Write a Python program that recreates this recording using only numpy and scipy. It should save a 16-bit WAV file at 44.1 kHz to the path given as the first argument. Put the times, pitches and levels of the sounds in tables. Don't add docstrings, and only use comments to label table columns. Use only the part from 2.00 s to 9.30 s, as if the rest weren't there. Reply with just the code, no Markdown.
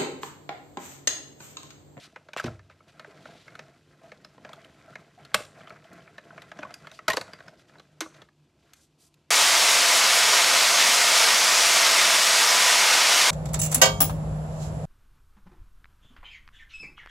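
import sys
import numpy as np
from scipy import signal
from scipy.fft import rfft, irfft, next_fast_len
from scipy.io import wavfile

SR = 44100
rng = np.random.default_rng(int(sys.argv[2]) if len(sys.argv) > 2 else 0)


def generate_wav(signal):
    frames = np.transpose(np.atleast_2d(signal))
    scaled = np.clip(frames, -1, 1) * 32767
    pcm = np.round(scaled).astype(np.int16)
    wavfile.write(sys.argv[1], SR, pcm)


N = 322150
TIME = np.arange(N) / SR
CONTACT_TIME = TIME[:SR // 7]

# start_s, level_db, weight_db, hardness_db, mode_hz, second_hz, mode_db, ring_ratio, attack_s, spread_db
PLATE_CLACKS = [(0.364, -48, -0.5, -8, 660, 1090, 5, 0.19, 0.00034, -15),
                (0.372, -57.5, -9, 7, 7330, 3750, -2, 0.21, 0.00071, -5),
                (0.376, -48, -15, -2, 1778, 2150, -3, 1.3, 0.0043, -3),
                (0.3965, -40.5, -25, -5, 1593, 1280, 13, 0.7, 0.0018, -5),
                (0.401, -53, -19.5, 4, 4700, 1297, 19, 1.6, 0.0015, -8),
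                (0.44, -50.5, 8.5, -3, 350, 243, 8, 0.53, 0.0018, -2),
                (0.461, -53.5, 6, -8, 466, 690, -14, 1.3, 0.0017, -7),
                (0.48, -56.5, 6, -11, 1360, 1640, 15, 0.53, 0.00082, -6),
                (3.342, -31, -9.5, 4, 1267, 2090, 2, 0.29, 0.0043, -32),
                (3.346, -45, 3, -4.5, 648, 190, 5.5, 0.8, 0.0015, -29),
                (3.349, -46.5, -13, 4, 2670, 3180, 11.5, 1.9, 0.0017, -23),
                (3.388, -62, -4.5, -1.5, 1670, 1240, 4.5, 0.4, 0.001, -18.5),
                (3.403, -61.5, 16.5, 2, 630, 2550, 0, 0.51, 0.0014, -22),
                (5.0795, -32.5, -11.5, 0, 1490, 1050, 0.5, 0.38, 0.0027, -9.5),
                (5.083, -37, 4, -6, 642, 680, 18, 1.4, 0.0025, -6),
                (5.1005, -47, -10.5, 9, 4400, 3000, -5.5, 0.4, 0.0007, -7),
                (5.1015, -35.5, -26.5, -7.5, 1867, 1044, 19.5, 1.5, 0.0011, -5),
                (5.106, -45, -22, -1.5, 2870, 2330, 10, 0.66, .001, -4),
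                (5.131, -46.5, 2, 3, 2015, 4020, 4, 0.62, 0.0031, -1),
                (5.138, -61, 12, -14, 1070, 450, 10, 0.47, 0.0017, -6),
                (5.165, -63, -19, 14, 5200, 2270, -16, 0.5, 0.0013, -16),
                (5.1698, -40, 2, 2.5, 504, 4500, 0, 0.41, 0.00035, -33),
                (5.177, -51.5, 14, -1, 643, 1050, 10, 0.37, 0.0018, -20),
                (5.211, -51, 2.5, 6, 4540, 3950, 8, 0.71, 0.0015, -34),
                (6.0054, -54, -10, 12.5, 5720, 3750, -5.5, 0.3, 0.00067, -44),
                (6.008, -46, -4, 4, 1460, 1130, 1, 0.38, 0.0016, -45),
                (6.014, -48, -3, 1, 315.4, 324, 30, 1.26, 0.0026, -41)]
CLACK_COLOUR_DB = [-7, 1.5, 1.5, -2.5, -13]


def plate_clacks(registers):
    out, scattered = np.zeros((2, N))
    for start_s, db, weight_db, hardness_db, *favoured, ring_ratio, attack_s, spread_db in PLATE_CLACKS:
        levels_db = db + register_levels(CLACK_COLOUR_DB, weight_db, hardness_db)
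        clack = contact(registers, levels_db, favoured, ring_ratio, attack_s,
                        mode_t60_s=0.042, crack_t60_s=0.072, crack_db=-0.5, uneven_db=6.5)
        add(out, start_s, clack)
        add(scattered, start_s, from_db(spread_db) * clack)
    return out, scattered


# pitch_hz, level_db, t60_s
BODY_MODES = [(199, -17, 0.1), (275, -15, 0.057), (507, -6.5, 0.041), (616.5, 11, 0.047), (914, -8, 0.051),
              (1040, -13, 0.013), (1280, -3, 0.059), (1670, 1, 0.036), (1533, 4.5, 0.037),
              (1780, -6.5, 0.068), (2140, -6.5, 0.083), (2465, -16, 0.097), (2670, -15.5, 0.081),
              (3463, -8, 0.029), (3850, -3.5, 0.029), (4260, 2, 0.018), (5300, -12, 0.0094),
              (6700, -10.5, 0.016)]
# freq_hz, density_db
CRACK_SPECTRUM = [(100, -4), (190, -4), (350, -21.5), (480, 7.5), (620, 8.5), (780, 3.5), (1300, 3),
                  (2100, -0.5), (3400, -6.5), (5200, -10.5), (7600, -12), (9500, -19), (12300, -16.5),
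                  (15000, -30.5)]
REGISTER_EDGES_HZ = [100, 400, 1000, 2800, 6500, 15000]
REGISTER_ATTACK_RATIO = [1.2, 1.3, 1, 0.62, 0.98]
REGISTER_T60_S = [1.9, 1.5, 0.8, 0.29, 0.08]


def contact(registers, levels_db, favoured, ring_ratio, attack_s,
            mode_t60_s, crack_t60_s, crack_db, uneven_db):
    t = CONTACT_TIME
    mode_hz, second_hz, mode_db = favoured
    hz, db, t60_s = np.transpose(BODY_MODES)[:, :, None]
    detune, strength, polarity = rng.standard_normal((3, len(BODY_MODES), 1))
    shifted_hz = hz * (1 + 0.0068 * detune)
    modes = np.sign(polarity) * from_db(db + uneven_db * strength) * np.sin(2 * np.pi * shifted_hz * t)
    ring = rms_one(np.sum(modes * decay(t, t60_s * ring_ratio), axis=0))
    strongest = blurred_mode(mode_hz, mode_t60_s * ring_ratio)
    second = from_db(-5.5) * blurred_mode(second_hz, mode_t60_s * ring_ratio)
    crack = rms_one(noise(CRACK_SPECTRUM, len(t)) * decay(t, crack_t60_s * ring_ratio))
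    sound = ring + from_db(mode_db) * (strongest + second) + from_db(crack_db) * crack
    out = 0
    for sos, level_db, ratio, damping_s in zip(registers, levels_db, REGISTER_ATTACK_RATIO, REGISTER_T60_S):
        onset = 1 - np.exp(-(t / (attack_s * ratio)) ** 2)
        band = signal.sosfilt(sos, sound * onset * decay(t, damping_s))
        out = out + from_db(level_db) * rms_one(band)
    return out


WEIGHT_DB_PER_DB = [0.82, 0.53, 0, 0.24, 0.042]
HARDNESS_DB_PER_DB = [-0.14, -0.35, 0, 1.067, 1.526]


def register_levels(colour_db, weight_db, hardness_db):
    heavy_db = weight_db * np.array(WEIGHT_DB_PER_DB)
    hard_db = hardness_db * np.array(HARDNESS_DB_PER_DB)
    return np.array(colour_db) + heavy_db + hard_db


def blurred_mode(hz, base_t60_s):
    t, height = CONTACT_TIME, np.sqrt(hz / 1500)
    width_hz = 0.015 * height * hz
    jostle = np.cumsum(rng.standard_normal(len(t))) * np.sqrt(2 * np.pi * width_hz / SR)
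    return rms_one(np.sin(2 * np.pi * hz * t + jostle) * decay(t, base_t60_s / height))


# start_s, hold_s, level_db
PLATE_CRUNCHES = [(0.431, 0.016, -52), (3.336, 0.097, -50.5), (5.086, 0.036, -43.5)]
# freq_hz, density_db
CRUNCH_SPECTRUM = [(30, -15), (80, -1), (140, 2.5), (300, -8), (650, 1.5), (1000, -8), (2600, 2),
                   (4500, -3), (7000, -8.5), (9500, -20.5), (13000, -18)]


def plate_crunches():
    out = np.zeros(N)
    grating = noise(CRUNCH_SPECTRUM, N) * from_db(5.6 * drift(150))
    for start_s, hold_s, db in PLATE_CRUNCHES:
        envelope = decay(np.maximum(TIME[:SR // 2] - hold_s, 0), t60_s=0.22)
        add(out, start_s, from_db(db) * envelope * grating[int(start_s * SR):][:len(envelope)])
    return out


# start_s, level_db
TABLE_THUMPS = [(0.442, -23), (3.343, -39.5), (5.174, -42)]
# pitch_hz, level_db, t60_s
TABLE_MODES = [(66.96, -18.5, 0.65), (94, -14.5, 0.74), (112, -6.5, 0.35), (136, -10, 0.34),
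               (222, -4, 0.17), (325, -13, 0.27)]


def table_thumps():
    t, out = TIME[:SR], np.zeros(N)
    sharp_ratio, settle_s = 0.13, 0.056
    warped_s = t + sharp_ratio * settle_s * (1 - np.exp(-t / settle_s))
    modes = sum(from_db(db) * np.sin(2 * np.pi * hz * warped_s) * decay(t, t60_s)
                for hz, db, t60_s in TABLE_MODES)
    onset = 1 - np.exp(-t / 0.0035)
    boom = signal.sosfilt(signal.butter(2, 70, "high", fs=SR, output="sos"), modes * onset)
    for start_s, db in TABLE_THUMPS:
        add(out, start_s, from_db(db) * boom)
    return out


# start_s, level_db, weight_db, hardness_db, mode_hz, second_hz, mode_db
CRANK_TICKS = [(0.159, -54.5, -1.5, -5, 2080, 1610, -5), (0.285, -61.5, 13, -4.5, 592, 1330, 6),
               (0.332, -54.5, 0, 5.5, 2340, 3720, -3.5), (0.592, -65.5, -5, -1.5, 1550, 1980, -3),
               (0.697, -64.5, 1, -3.5, 1280, 2410, -1), (0.804, -70, -5, -22, 1326, 2230, 20),
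               (0.994, -56, 3, 2.5, 1590, 3200, -5), (1.045, -58, -4, -8, 1844, 1400, -2),
               (1.254, -57, 6, -7, 1400, 660, -4), (1.478, -57.5, -11, -2, 1550, 2140, -15),
               (1.552, -56, -8, 1, 1490, 2160, -1), (1.591, -54.5, 9.5, 1, 2010, 2520, -6),
               (2.117, -58, 8, -1.5, 2210, 485, -1), (2.246, -62.5, 9, 8.5, 5080, 4180, -1),
               (2.378, -71, 19.5, -4.5, 1850, 1300, -3), (2.447, -55.5, 9, -4, 720, 1640, -3),
               (2.49, -63.5, 9, 1.5, 1010, 1840, -4), (2.531, -57, 2, 5.5, 1303, 3390, 5),
               (2.645, -69.5, 8, 8.5, 3070, 3860, 7), (2.954, -51, -5, -2.5, 1615, 2120, -3.5),
               (3.249, -65.5, 3.5, 9, 1360, 4370, -2), (3.605, -63, 2, -9, 500, 1650, 1),
               (3.672, -58, -7, -7, 1323, 3110, 0), (3.703, -54.5, -8, -6.5, 1306, 2130, 3),
               (3.757, -65.5, -11, -18, 1320, 1910, -7), (3.93, -93, -11, 29, 1410, 4540, -15),
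               (4.075, -63, -15, -14, 1320, 2260, 1), (4.18, -53.5, -0.5, -1, 1830, 1505, -3.5),
               (4.304, -59, -12, -13, 1530, 1320, 19), (4.377, -55.5, -9, -4, 1230, 676, -4),
               (4.418, -61.5, -6, 8, 1960, 3930, -1), (4.515, -53.5, 4.5, -3, 695, 1730, -3),
               (4.588, -55, 15.5, -3.5, 617, 287, 6.5), (4.629, -48, 1, -6, 1477, 2440, 3.5),
               (4.705, -61, 1.5, -19, 740, 1340, 0), (4.74, -63, -15, 21, 4780, 2460, 6.5),
               (4.845, -60.5, -6.5, -9.5, 1410, 1210, 4), (4.869, -55, 0, 1.5, 1320, 3270, 0),
               (4.914, -67, 2, 12, 3700, 5900, 1.5), (4.989, -52.5, -10, -3.5, 1280, 1940, 3),
               (5.278, -63, -2, -1, 1380, 895, 9), (5.333, -57, 5, 7.5, 4730, 1550, 3.5),
               (5.403, -59.5, -1, -4, 1550, 1900, 5), (5.48, -58, 1.5, 2, 1527, 5200, -2),
               (5.593, -75, -11, 8.5, 1560, 4400, -4), (5.693, -71, 2, -3, 1980, 4010, -16),
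               (5.753, -67, -4, -13, 1430, 970, 1), (5.783, -72, 14, 5.5, 3990, 1280, -1),
               (5.796, -65, 14, 4, 4100, 1152, -4), (6.058, -62, 12, -9, 1150, 1457, 7),
               (6.142, -73.5, 13, 6.5, 2220, 4940, -10), (6.217, -64.5, 14, 5, 3360, 1520, -4),
               (6.286, -71.5, -8, 0, 1736, 1197, 9), (6.733, -72, -30, 20.5, 6860, 3440, -38),
               (7.14, -90.5, -8, 23, 2690, 6900, -9)]
TICK_COLOUR_DB = [-12, -3, 1.5, -7.5, -24]


def crank_ticks(registers, effort_db):
    out = np.zeros(N)
    for start_s, db, weight_db, hardness_db, *favoured in list(CRANK_TICKS) + rattles(effort_db):
        levels_db = db + register_levels(TICK_COLOUR_DB, weight_db, hardness_db)
        ring_ratio = 0.9 * from_db(rng.standard_normal())
        tick = contact(registers, levels_db, favoured, ring_ratio, attack_s=0.0019,
                       mode_t60_s=0.028, crack_t60_s=0.038, crack_db=-1, uneven_db=4)
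        add(out, start_s, tick)
    return out


def rattles(effort_db, count=12):
    chance = np.cumsum(from_db(effort_db))
    at = np.searchsorted(chance, rng.random(count) * chance[-1])
    mode_hz, second_hz = rng.uniform(1110, 2400, (2, count))
    offset_db, weight_db, hardness_db, mode_db = 5.5 * rng.standard_normal((4, count))
    level_db = effort_db[at] - 14 + offset_db
    return list(zip(at / SR, level_db, weight_db, hardness_db - 2, mode_hz, second_hz, mode_db))


# middle_s, length_s, effort_db, weight_db
HAND_PUSHES = [(0.022, 0.14, -61.5, -5), (0.48, .2, -59, 6), (1.082, 0.25, -61.5, 4.5),
               (1.257, .3, -59.5, 8.5), (1.603, .26, -60, 6.5), (2.1, 0.28, -65, 4), (2.541, 0.4, -62, 6),
               (2.918, 0.38, -64, 6.5), (3.296, .36, -59, 1), (3.687, .2, -56.5, 2), (3.972, 0.2, -58, 6.5),
               (4.34, 0.3, -60.5, 8), (4.623, 0.35, -57.5, 3.5), (4.871, 0.16, -58.5, -1.5),
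               (5.296, 0.45, -59.5, -3.5), (5.475, .2, -65, 8), (5.775, 0.1, -67, 3.5),
               (6.161, .26, -64.5, -1), (6.71, .3, -74, -7.5)]
# time_s, effort_db
PLATE_DRAG = [(0, -69.5), (0.75, -75), (0.95, -67.5), (1.35, -65.5), (1.85, -70), (2.35, -68.5),
              (2.7, -63.5), (3.1, -71.5), (3.55, -62), (4.15, -64.5), (4.75, -64), (5.05, -68), (5.3, -65),
              (5.6, -71), (5.9, -77), (6.4, -85.5), (7.3, -84.5)]


def hand_effort():
    drag = from_db(np.interp(TIME, *np.transpose(PLATE_DRAG))) ** 2
    drive, leaning = drag, drag
    for middle_s, length_s, db, weight_db in HAND_PUSHES:
        swell = np.cos(np.pi * np.clip((TIME - middle_s) / length_s, -0.5, 0.5)) ** 2
        drive = drive + swell * from_db(db) ** 2
        leaning = leaning + swell * from_db(db + weight_db) ** 2
    return 10 * np.log10(drive), 10 * np.log10(leaning)


# pitch_hz, width_hz, level_db
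ROLLER_RESONANCES = [(106, 79, -5), (139, 21, 5.5), (182, 74, -4), (313, 93, -3), (463, 670, -7.5)]
FRAME_RESONANCES = [(643, 63, 5.5), (699, 55, 5), (830, 210, -6)]
PLATE_RESONANCES = [(1050, 67, -1), (1348, 85, 2.5), (1600, 90, 0.5), (1990, 310, -4.5), (2560, 82, -7.5)]
BED_RASP_RESONANCES = [(3280, 700, 1.5), (4450, 1400, -0.5), (6535, 2200, -6.5)]
# freq_hz, density_db
HISS_SPECTRUM = [(1470, -26.5), (2500, 0.5), (4110, -4), (4920, -5), (5810, -7.5), (7810, -10),
                 (9280, -15.5), (12500, -19), (13300, -19.5), (14000, -52)]
USUAL_EFFORT_DB = -60


def rollers(effort_db, leaning_db):
    low, middle, high = band_filters([80, 520, 950, 4200], order=2)
    rumble = rms_one(signal.sosfilt(low, resonate(slips(per_s=810, spread_db=2.5), ROLLER_RESONANCES)))
    frame = rms_one(signal.sosfilt(middle, resonate(slips(per_s=320, spread_db=6), FRAME_RESONANCES)))
    grind = rms_one(signal.sosfilt(high, resonate(slips(per_s=520, spread_db=-0.5), PLATE_RESONANCES)))
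    hiss = noise(HISS_SPECTRUM, N) * from_db(1.3 * drift(40))
    rasp = resonate(slips(per_s=130, spread_db=3.5), BED_RASP_RESONANCES)
    waver_db = 2.5 * drift(9)
    layers = [(rumble, -59, 0.52, leaning_db),
              (plate_travel(frame), -63.5, 0.78, leaning_db),
              (plate_travel(grind), -60.5, 0.86, effort_db),
              (roller_grit(), -64.5, 0.98, effort_db),
              (hiss, -68, 0.38, effort_db),
              (rasp, -72.5, 0.8, effort_db)]
    return sum(sound * from_db(usual_db + db_per_db * (drive_db + waver_db - USUAL_EFFORT_DB))
               for sound, usual_db, db_per_db, drive_db in layers)


GRIT_SPOTS = [634, 670, 720, 1290, 1410, 1580, 1870, 2240, 3070]


def roller_grit(q=20, db_per_octave=-2):
    out = 0
    for hz in GRIT_SPOTS:
        catches = resonate(slips(per_s=9, spread_db=2.3), [(hz, hz / q, 0)])
        out = out + from_db(db_per_octave * np.log2(hz)) * catches
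    return rms_one(out)


def slips(per_s, spread_db):
    sizes = from_db(spread_db * np.minimum(rng.exponential(1, N), 4))
    signs = rng.choice([-1, 1], N)
    slipping = rng.random(N) < per_s * from_db(3 * drift(25)) / SR
    return sizes * signs * slipping + 1e-18


def plate_travel(x):
    position = np.cumsum(1 + 0.015 * drift(3))
    return np.interp(position % N, np.arange(N), x)


# start_s, end_s, level_db, pitch_hz
PLATE_CREAKS = [(1.071, 1.1, -52.5, 400), (2.007, 2.078, -53, 668), (2.493, 2.6, -60, 690),
                (2.832, 2.956, -57.5, 1370), (2.822, 2.93, -61.5, 700), (3.171, 3.22, -54, 704),
                (3.379, 3.416, -44.5, 640), (3.569, 3.604, -51, 623), (3.659, 3.69, -58, 3040)]


def plate_creaks(q=20):
    out, jolts = np.zeros(N), slips(per_s=280, spread_db=-2.5)
    for start_s, end_s, db, hz in PLATE_CREAKS:
        first, size = int(start_s * SR), int((end_s - start_s) * SR)
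        creak = resonate(jolts[first:first + size], [(hz, hz / q, 0)])
        add(out, start_s, from_db(db) * creak * signal.windows.tukey(size, 0.5))
    return out


# start_s, end_s, level_db, centre_hz
BRUSH_STROKES = [(-0.04, 0.092, -51.5, 3630), (0.362, 0.422, -39.5, 2280), (0.441, 0.483, -48, 3000),
                 (0.699, 0.74, -58.5, 1820), (0.874, 0.913, -60, 3030), (1.078, 1.59, -62.5, 3360),
                 (4.901, 5.003, -58.5, 4440), (5.57, 5.636, -67.5, 4500), (5.668, 5.707, -68, 4020),
                 (6.721, 6.891, -66, 6720), (6.975, 7.106, -64, 7560)]


def brushes():
    out, grain = np.zeros(N), from_db(2.3 * drift(60))
    for start_s, end_s, db, hz in BRUSH_STROKES:
        size = int((end_s - start_s) * SR)
        spectrum = [(hz / 4, -18), (hz * 0.5, -2), (hz * 1.1, 0), (hz * 2.6, -16), (hz * 5, -32)]
        swish = noise(spectrum, size) * signal.windows.tukey(size, 0.7)
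        before_zero = max(round(-start_s * SR), 0)
        add(out, start_s, from_db(db) * swish[before_zero:])
    return out * grain


# freq_hz, t60_s
ROOM_DECAY = [(100, 0.37), (600, 0.37), (2500, 0.2), (7000, 0.37), (13000, 0.076)]


def room(x, wet_db, build_s):
    t, tail = TIME[:SR // 2], 0
    edges_hz = 28 * 2 ** np.arange(0, 9.6, 0.5)
    white = rng.standard_normal((2, len(t)))
    for k, sos in enumerate(band_filters(edges_hz, order=2)):
        tail = tail + signal.sosfilt(sos, white[k % 2]) * decay(t, at_hz(ROOM_DECAY, edges_hz[k]))
    tail = tail * (1 - np.exp(-(t / build_s) ** 2))
    return x + from_db(wet_db) * signal.fftconvolve(x, tail / np.linalg.norm(tail))[:N]


# freq_hz, density_db
ROOM_SPECTRUM = [(20, -32), (40, -16), (62, -3.5), (100, -1), (128, -17.5), (148, 10.5), (175, -18.5),
                 (240, -8), (350, -4.5), (430, -24), (600, -21.5), (1000, -18.5), (1350, -29.5),
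                 (2000, -32), (3000, -44.5), (6000, -47.5)]


def room_tone():
    return from_db(-66.5) * noise(ROOM_SPECTRUM, N) + from_db(-87.5) * noise(HISS_SPECTRUM, N)


def stereo(centre, scattered):
    treble = signal.sosfilt(signal.cheby1(8, 0.5, [4300, 12500], "band", fs=SR, output="sos"), scattered)
    t = TIME[:SR // 20]
    scatter = rng.standard_normal(len(t)) * decay(t, t60_s=0.03)
    side = signal.fftconvolve(treble, scatter / np.linalg.norm(scatter))[:N]
    return np.array([centre + side, centre - side])


def resonate(x, resonances):
    out = 0
    for k, (hz, width_hz, db) in enumerate(resonances):
        r = np.exp(-np.pi * width_hz / SR)
        poles = [1, -2 * r * np.cos(2 * np.pi * hz / SR), r * r]
        out = out + (-1) ** k * from_db(db) * signal.lfilter([1 - r * r, 0, r * r - 1], poles, x)
    return rms_one(out)


def noise(spectrum, size):
    padded = next_fast_len(size)
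    gain = from_db(at_hz(spectrum, np.fft.rfftfreq(padded, 1 / SR)))
    return rms_one(irfft(rfft(rng.standard_normal(padded)) * gain, padded)[:size])


def drift(rate_hz):
    hop, warmup = 40, 2000
    r = np.exp(-2 * np.pi * hop * rate_hz / SR)
    white = rng.standard_normal(N // hop + warmup + 2)
    slow = signal.lfilter([1], [1, -2 * r, r * r], white)[warmup:]
    return np.interp(np.arange(N) / hop, np.arange(len(slow)), rms_one(slow))


def band_filters(edges_hz, order):
    return [signal.butter(order, pair, "band", fs=SR, output="sos")
            for pair in zip(edges_hz, edges_hz[1:])]


def at_hz(points, hz):
    freqs, values = np.transpose(points)
    return np.interp(np.log(np.maximum(hz, 1)), np.log(freqs), values)


def decay(t, t60_s):
    return np.exp(-np.log(1000) * t / t60_s)


def from_db(db):
    return 10 ** (np.asarray(db) / 20)


def rms_one(x):
    return x / np.sqrt(np.mean(x ** 2) + 1e-20)


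def add(track, start_s, sound):
    at = max(round(start_s * SR), 0)
    track[at:at + len(sound)] += sound[:N - at]


def scene():
    registers = band_filters(REGISTER_EDGES_HZ, order=3)
    effort_db, leaning_db = hand_effort()
    clacks, scattered = plate_clacks(registers)
    ticks = crank_ticks(registers, effort_db)
    crunches = plate_crunches()
    friction = rollers(effort_db, leaning_db) + brushes() + plate_creaks()
    air = room_tone()
    scattered = scattered + from_db(-8.5) * (friction + air) + from_db(-19.5) * (ticks + crunches)
    machine = room(clacks + ticks + crunches + friction, wet_db=-15, build_s=0.0015)
    return stereo(machine + table_thumps() + air, scattered)


def record(dry):
    return signal.sosfilt(signal.ellip(10, 0.2, 80, 13100, fs=SR, output="sos"), dry)


dry = scene()
out = record(dry)
generate_wav(out)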